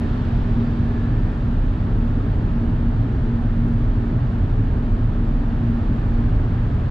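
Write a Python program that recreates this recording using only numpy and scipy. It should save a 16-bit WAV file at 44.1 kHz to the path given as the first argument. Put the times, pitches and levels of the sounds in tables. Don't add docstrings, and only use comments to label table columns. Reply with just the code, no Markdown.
import sys
import numpy as np
from scipy import signal
from scipy.fft import rfft, irfft
from scipy.io import wavfile
from scipy.ndimage import uniform_filter1d

SR = 44100
rng = np.random.default_rng(int(sys.argv[2]) if len(sys.argv) > 2 else 0)


def magnitude_from_level(level_db):
    exponent = np.asarray(level_db, float) / 20
    return 10 ** exponent


def master(y):
    cut = np.clip(np.atleast_2d(y).T, -1, 1)
    pcm = np.round(cut * 32767)
    wavfile.write(sys.argv[1], SR, pcm.astype(np.int16))


N = 304290

# centre [s], half length [s], added level [dB].
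BOOM_SWELLS = [(0.1, 0.07, -21), (0.4, 0.05, -38), (0.56, 0.029, -28), (0.93, 0.086, -32),
               (1.22, 0.058, -22), (1.6, 0.08, -23), (1.96, 0.051, -22), (2.07, 0.088, -27),
               (2.38, 0.16, -39), (2.56, 0.11, -28), (2.79, 0.18, -25), (3.34, 0.19, -31.5),
               (3.58, 0.18, -26.5), (3.81, 0.029, -24), (3.91, 0.08, -24.5), (4.15, 0.13, -32),
               (4.56, 0.11, -24), (4.93, 0.12, -26), (5.23, 0.15, -24), (5.55, 0.25, -30),
               (5.88, 0.04, -24), (6.17, 0.099, -26), (6.41, 0.045, -33), (6.62, 0.098, -30)]
# centre [s], half length [s], added level [dB].
TYRE_SWELLS = [(0.02, 0.047, -29.5), (0.31, 0.18, -30), (0.6, 0.07, -25), (0.85, 0.23, -27.5),
               (1.07, 0.04, -33), (1.24, 0.057, -45), (1.47, 0.074, -30.5), (1.76, 0.039, -34),
               (1.88, 0.11, -38.5), (2.05, 0.045, -26.5), (2.25, 0.08, -37.5), (2.65, 0.14, -27),
               (2.87, 0.055, -29.0), (3.1, 0.085, -45.5), (3.36, 0.11, -27), (3.68, 0.13, -24.5),
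               (4.05, 0.1, -31.5), (4.35, 0.047, -29), (4.65, 0.076, -34), (4.89, 0.11, -32.5),
               (5.21, 0.067, -30), (5.45, 0.1, -32), (5.72, 0.13, -24.5), (5.92, 0.035, -27.5),
               (6.19, 0.1, -27.5), (6.59, 0.04, -35.5)]
# centre [s], half length [s], added level [dB], pitch [Hz].
ENGINE_SWELLS = [(0.43, 0.21, -32.5, 115.5), (0.7, 0.06, -34, 116.3), (0.91, 0.043, -30, 111.9),
                 (1.12, 0.14, -28, 112.8), (1.56, 0.21, -39, 113.7), (1.98, 0.07, -30, 111.5),
                 (2.31, 0.12, -27, 110), (2.56, 0.052, -36, 111.6), (2.74, 0.06, -34, 114.8),
                 (3.02, 0.033, -18.5, 114.1), (3.12, 0.026, -23.5, 111.6), (3.32, 0.029, -28, 117),
                 (3.61, 0.12, -24, 112.6), (3.84, 0.064, -28, 112.9), (4.03, 0.05, -26, 111.4),
                 (4.2, 0.054, -21.5, 115.5), (4.37, 0.032, -26, 114.2), (4.58, 0.067, -24.5, 113.4),
                 (4.77, 0.04, -25, 112.1), (4.91, 0.02, -28.5, 110.8), (5.04, 0.055, -24.5, 113.8),
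                 (5.23, 0.03, -24, 113.4), (5.64, 0.12, -26.5, 114.1), (6.29, 0.19, -28, 115.1),
                 (6.61, 0.038, -27, 114.8), (6.77, 0.037, -28.5, 117.7)]
# resonance [Hz], width [Hz], level [dB].
LARGE_PANELS = [(22, 7.7, -3.5), (40.8, 4.1, -1.5), (50.3, 9, 0.5), (62.5, 12, -9), (82.7, 31, -4),
                (96.4, 13, -1), (103.3, 11, -5)]
# centre [s], half length [s], added level [dB].
LARGE_JOLTS = [(0.1, 0.072, -41), (0.42, 0.15, -27), (0.83, 0.092, -30), (1.15, 0.12, -30.5),
               (1.49, 0.066, -39.5), (1.79, 0.16, -29.5), (2.19, 0.04, -35.5), (2.37, 0.066, -26.5),
               (2.79, 0.23, -30.5), (3.2, 0.067, -30), (3.53, 0.23, -36), (3.73, 0.031, -28),
               (3.98, 0.23, -36.5), (4.28, 0.04, -32.5), (4.42, 0.05, -24), (4.72, 0.15, -36.5),
               (4.73, 0.071, -32.5), (4.97, 0.067, -27.5), (5.26, 0.04, -35.0), (5.49, 0.035, -32),
               (5.78, 0.13, -28.5), (6.1, 0.047, -30), (6.36, 0.17, -24.5), (6.75, 0.12, -29.5)]
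# resonance [Hz], width [Hz], level [dB].
SMALL_PANEL_MODES = [(131.1, 12, 6.5), (140.9, 16, 4.5), (163.8, 13, 4), (185, 22, 1.5), (211, 12, -13),
                     (218.4, 27, -0.5), (253.5, 18, 3.5), (281.2, 32, -1), (323, 52, -8), (358, 10, -6.5),
                     (401.5, 30, -10), (428, 11, -9), (463, 15, -17), (613, 36, -20), (624, 24, -20)]
# centre [s], half length [s], added level [dB].
SMALL_PANEL_JOLTS = [(0.1, 0.1, -39), (0.66, 0.21, -37), (1.17, 0.19, -39.5), (1.55, 0.082, -42),
                     (1.89, 0.1, -41), (2.17, 0.024, -32), (2.42, 0.2, -40), (2.71, 0.04, -39),
                     (3.05, 0.21, -39.5), (3.26, 0.024, -42), (3.67, 0.06, -32.5), (3.89, 0.12, -52.5),
                     (4.13, 0.044, -34.5), (4.53, 0.15, -44.5), (4.83, 0.098, -39), (5.2, 0.085, -44),
                     (5.32, 0.041, -36.5), (5.66, 0.11, -40.5), (5.91, 0.077, -33.5), (6.32, 0.06, -41),
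                     (6.53, 0.036, -40), (6.78, 0.07, -36)]
# centre [Hz], width [Hz], level [dB].
PORT_WIND = [(30, 30, 5.5), (70, 40, -2.5), (110, 50, -7.0)]
# time [s], level [dB].
ROAR_LEVEL = [(0.0, -41.5), (1.5, -42), (3.1, -42.5), (4.3, -42.5), (5.2, -43), (6.0, -41.5), (6.9, -42)]
# frequency [Hz], density [dB per Hz].
ROAR_SPECTRUM = [(410, -14.5), (610, -23.5), (1000, -25), (1450, -29.5), (1800, -32), (2050, -37.5),
                 (3400, -43.5), (4700, -51), (4900, -54), (5600, -55.5)]
# frequency [Hz], level relative to the end of the roar [dB].
WIND_HISS = [(6100, -4.5), (7000, -5.5), (7600, -9), (9200, -14), (10000, -20), (10600, -25), (11500, -29),
             (12000, -30), (13500, -26), (15500, -25)]
# frequency [Hz], left-right correlation [0 to 1].
PORT_LIKENESS = [(380, 0.86), (700, 0.53), (1100, 0.73), (1500, 0.47), (1600, 0.73), (1850, .65),
                 (2000, .3), (3500, 0.43), (3700, .55), (4800, .5), (5200, 0.05), (9000, 0.5)]
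# frequency [Hz], lead of the left [radians].
LEFT_LEAD = [(0, 0.47), (600, -0.52), (1030, 2.08), (1380, 0.65), (1640, 0.39), (1980, 1.2), (2330, 0),
             (5000, -0.17)]
# frequency [Hz], left minus right [dB].
PORT_BALANCE = [(250, 0.5), (660, -1.5), (1700, -1.3), (4460, -1.3), (9000, -3.5)]
# time [s], peak level [dB], left minus right [dB], extra level of the thin top modes [dB].
TRIM_TICKS = [(0.079, -76, 0, 0), (0.266, -75, 0, 17), (0.289, -65, -2.5, -18), (0.34, -74, -2, 14),
              (0.7268, -66, -2, 6), (1.0864, -69, -3, -19), (1.1937, -64, -1, -18), (1.285, -65, -1, -18),
              (1.3803, -64, 0, -18), (1.4597, -74, -3.5, 15), (1.7764, -65, 1, -14), (1.8637, -67, -1, -14),
              (2.48, -69.5, -1, 10), (2.7911, -62, -1.5, -18), (2.905, -69, 1, -6),
              (3.12, -69.5, -4.5, 11.5), (3.46, -66.5, 4, -13), (3.5937, -59.5, -2, -6.5),
              (3.6847, -54.5, 1, -9), (3.692, -59, 0, -8), (3.711, -63, -2, -11), (3.826, -75, -3, 18.5),
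              (3.905, -74, 2, 16), (4.7696, -60, -1.5, -16), (5.064, -64, 0, -18), (5.16, -66, 0, -18),
              (5.4798, -71.5, 2.5, 12.5), (5.617, -75, 0.5, 15.5), (5.6376, -59, -1, -18),
              (5.677, -68.5, 0, -14), (5.7753, -64, -2, -18)]
# frequency [Hz], level [dB], time to fall 60 dB [s].
TRIM_MODES = [(5200, 0.5, .004), (6800, 2.5, .005), (7800, -3, .005), (8700, -2.5, .006), (9600, -2, 0.007),
              (11000, -4, .002), (12000, -4, .002), (13000, -4, .002), (14000, -4, .002), (14800, -4, .002)]
# time [s], level [dB], pitch [Hz].
FAN_WHINES = [
    [(.78, -55, 1700), (.88, -53, 1712), (.96, -51.5, 1708), (1.06, -52.5, 1725), (1.15, -48, 1765),
     (1.22, -55, 1785), (1.3, -52, 1800), (1.42, -60, 1810)],
    [(.35, -82, 4690), (.55, -77, 4660), (.66, -65.5, 4700), (.74, -69, 4690), (.85, -74, 4680),
     (1.1, -77, 4700), (1.25, -77, 4654)],
]


def evened(x):
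    return x / np.sqrt(np.mean(abs(x) ** 2) + 1e-20)


def read(points, hz):
    f, value = np.transpose(points)
    return np.interp(np.log(hz + 1), np.log(f + 1), value)


def curves(rows):
    s, *columns = np.transpose(rows)
    return [np.interp(np.arange(N) / SR, s, c) for c in columns]


def swells(rows, rest_db):
    t = np.arange(0, N + 100, 100) / SR
    level = magnitude_from_level(rest_db)
    level = level + sum(magnitude_from_level(db) * np.exp(-((t - s) / half) ** 2) for s, half, db, *_ in rows)
    return np.interp(np.arange(N) / SR, t, 20 * np.log10(level))


def drift(hz):
    f = np.fft.fftfreq(N, 1 / SR)
    noise = rng.standard_normal((N, 2)) @ [1, 1j]
    return evened(np.fft.ifft(noise * np.exp(-(f / hz) ** 2)))


def fuzzy_tone(db, hz, fuzz, fuzz_hz):
    carrier = np.exp(2j * np.pi * np.cumsum(hz * np.ones(N)) / SR)
    tone = carrier * (1 + fuzz * drift(fuzz_hz))
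    return magnitude_from_level(db) * evened(tone.real)


def panels(modes, level_db, steady, smooth_s):
    hz = np.fft.rfftfreq(N, 1 / SR)
    power = sum(magnitude_from_level(2 * db) / (1 + (2 * (hz - f) / width) ** 2) ** 2 for f, width, db in modes)
    x = evened(irfft(rfft(rng.standard_normal(N)) * np.sqrt(power), N))
    swell = np.convolve(x[::50] ** 2, np.hanning(round(smooth_s * SR / 50)), "same")
    swell = np.interp(np.arange(N), np.arange(len(swell)) * 50, swell / swell.mean())
    return magnitude_from_level(level_db) * evened(x / (swell + .05) ** (steady / 2))


def cabin_boom():
    return fuzzy_tone(swells(BOOM_SWELLS, rest_db=-28), hz=33.43, fuzz=0.32, fuzz_hz=3.4)


def tyre_hum():
    return fuzzy_tone(swells(TYRE_SWELLS, rest_db=-38.5), hz=233.2, fuzz=0.12, fuzz_hz=6.8)


def engine_drone():
    pitch_hz = curves(ENGINE_SWELLS)[2] + 5.0 * drift(hz=9.26).real
    return fuzzy_tone(swells(ENGINE_SWELLS, rest_db=-31), pitch_hz, fuzz=0.52, fuzz_hz=13)


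def body_panels():
    large_db = swells(LARGE_JOLTS, rest_db=-25.5) + 0.59
    small_db = swells(SMALL_PANEL_JOLTS, rest_db=-29.5) + 1.5
    large = panels(LARGE_PANELS, large_db, steady=1.0, smooth_s=0.23)
    return large + panels(SMALL_PANEL_MODES, small_db, steady=0.83, smooth_s=0.3)


def port_differences():
    wind = panels(PORT_WIND, -43.5, steady=0, smooth_s=.1)
    return wind + panels(SMALL_PANEL_MODES, -46.0, steady=0, smooth_s=.1)


def body():
    mid = cabin_boom() + tyre_hum() + engine_drone() + body_panels()
    return mid * magnitude_from_level([[-.2], [.2]]) + port_differences() * np.array([[1], [-1]])


def hiss_edge_db(hz, frames):
    gusts = rng.standard_normal((frames, 513)).T
    gusts = uniform_filter1d(gusts, size=14, axis=0)
    gusts = evened(uniform_filter1d(gusts, size=6, axis=1))
    gusts_db = 3.5 * gusts * np.clip((hz[:, None] - 9800) / 1500, 0, 1)
    flutter = evened(uniform_filter1d(rng.standard_normal(frames), size=6))
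    edge_hz = 10600 + 260 * flutter
    return gusts_db - 17 * np.clip((hz[:, None] - edge_hz) / 150, 0, 1)


def oncoming_db(hz, t):
    band = np.exp(-(np.log2((hz + 1) / 3950) / 1.0) ** 2)
    return np.outer(band, 3.5 * np.exp(-(t / 0.95) ** 2))


def roar():
    frames, hz = N // 256 + 5, np.fft.rfftfreq(1024, 1 / SR)
    at = np.arange(frames) * 256
    a, b, c, d, patches = rng.standard_normal((frames, 513, 5)).T
    patches = uniform_filter1d(patches, size=10, axis=0)
    patches = evened(uniform_filter1d(patches, size=20, axis=1))
    level_db = np.interp(at, np.arange(N), curves(ROAR_LEVEL)[0])

    same = np.clip(read(PORT_LIKENESS, hz), -1, 1)[:, None]
    left = a + 1j * b
    right = same * left + np.sqrt(1 - same ** 2) * (c + 1j * d)
    right = right * np.exp(-1j * read(LEFT_LEAD, hz))[:, None]
    balance = magnitude_from_level(np.outer([.5, -.5], read(PORT_BALANCE, hz)))[:, :, None]
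    z = np.array([left, right]) * balance

    roar_end_db = ROAR_SPECTRUM[-1][1]
    spectrum = ROAR_SPECTRUM + [(f, db + roar_end_db) for f, db in WIND_HISS]
    glass_db = -12 * np.log2(np.clip(600 / (hz + 1), 1, None))
    colour_db = read(spectrum, hz) + glass_db
    shape_db = colour_db[:, None] + 0.31 * patches + hiss_edge_db(hz, frames)
    shape_db = shape_db + oncoming_db(hz, at / SR) + level_db
    x = signal.istft(z * magnitude_from_level(shape_db), nperseg=1024, noverlap=768)[1][:, :N]

    power = magnitude_from_level(2 * colour_db)
    band_share = np.sqrt(np.sum(power[(hz > 600) & (hz < 2000)]) / np.sum(power))
    return evened(x) / band_share * np.sqrt(np.mean(magnitude_from_level(2 * level_db))) * magnitude_from_level(2.5)


def trim_ticks():
    t, out = np.arange(600) / SR, np.zeros((2, N + 600))
    rise_s, scraping = .0002, 0.8
    scrapes = rng.standard_normal((len(TRIM_TICKS), 2, 600))
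    scrapes = evened(signal.lfilter([1], [1, -.87], scrapes))
    detunes = rng.uniform(1.0, 1.05, (len(TRIM_TICKS), len(TRIM_MODES)))
    for (s, db, pan_db, thin_db), detune, scrape in zip(TRIM_TICKS, detunes, scrapes):
        ring = 0
        for (hz, mode_db, t60), k in zip(TRIM_MODES, detune):
            decay_db = mode_db + thin_db * (hz > 10500) - 60 * t / t60
            ring = ring + magnitude_from_level(decay_db) * np.sin(2 * np.pi * hz * k * t)
        ring = ring * (1 - np.exp(-t / rise_s))
        ring = ring * (1 + scraping * scrape) / np.hypot(1, scraping)
        at = round(s * SR)
        out[:, at:at + 600] += magnitude_from_level(db - 1.0 + np.array([[.5], [-.5]]) * pan_db) * ring
    return out[:, :N]


def fan_whine(rows):
    start, end = rows[0][0], rows[-1][0]
    on = np.interp(np.arange(N) / SR, [start, start + 0.1, end - .08, end], [0, 1, 1, 0])
    level_db, pitch_hz = curves(rows)
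    return magnitude_from_level([[.3], [-.3]]) * on * fuzzy_tone(level_db, pitch_hz, fuzz=1.1, fuzz_hz=75)


def scene():
    return body() + roar() + trim_ticks() + sum(fan_whine(rows) for rows in FAN_WHINES)


def roll_off(x):
    return signal.sosfilt(signal.butter(12, 14900, fs=SR, output="sos"), x)


def record(dry):
    ceiling = .66
    held = ceiling * np.tanh(dry / ceiling)
    fade = np.interp(np.arange(N), [0, 400, N - 400, N], [.37, 1, 1, .25])
    mix = held * np.sin(fade * np.pi / 2) ** 2
    return roll_off(mix)


dry = scene()
out = record(dry)
master(out)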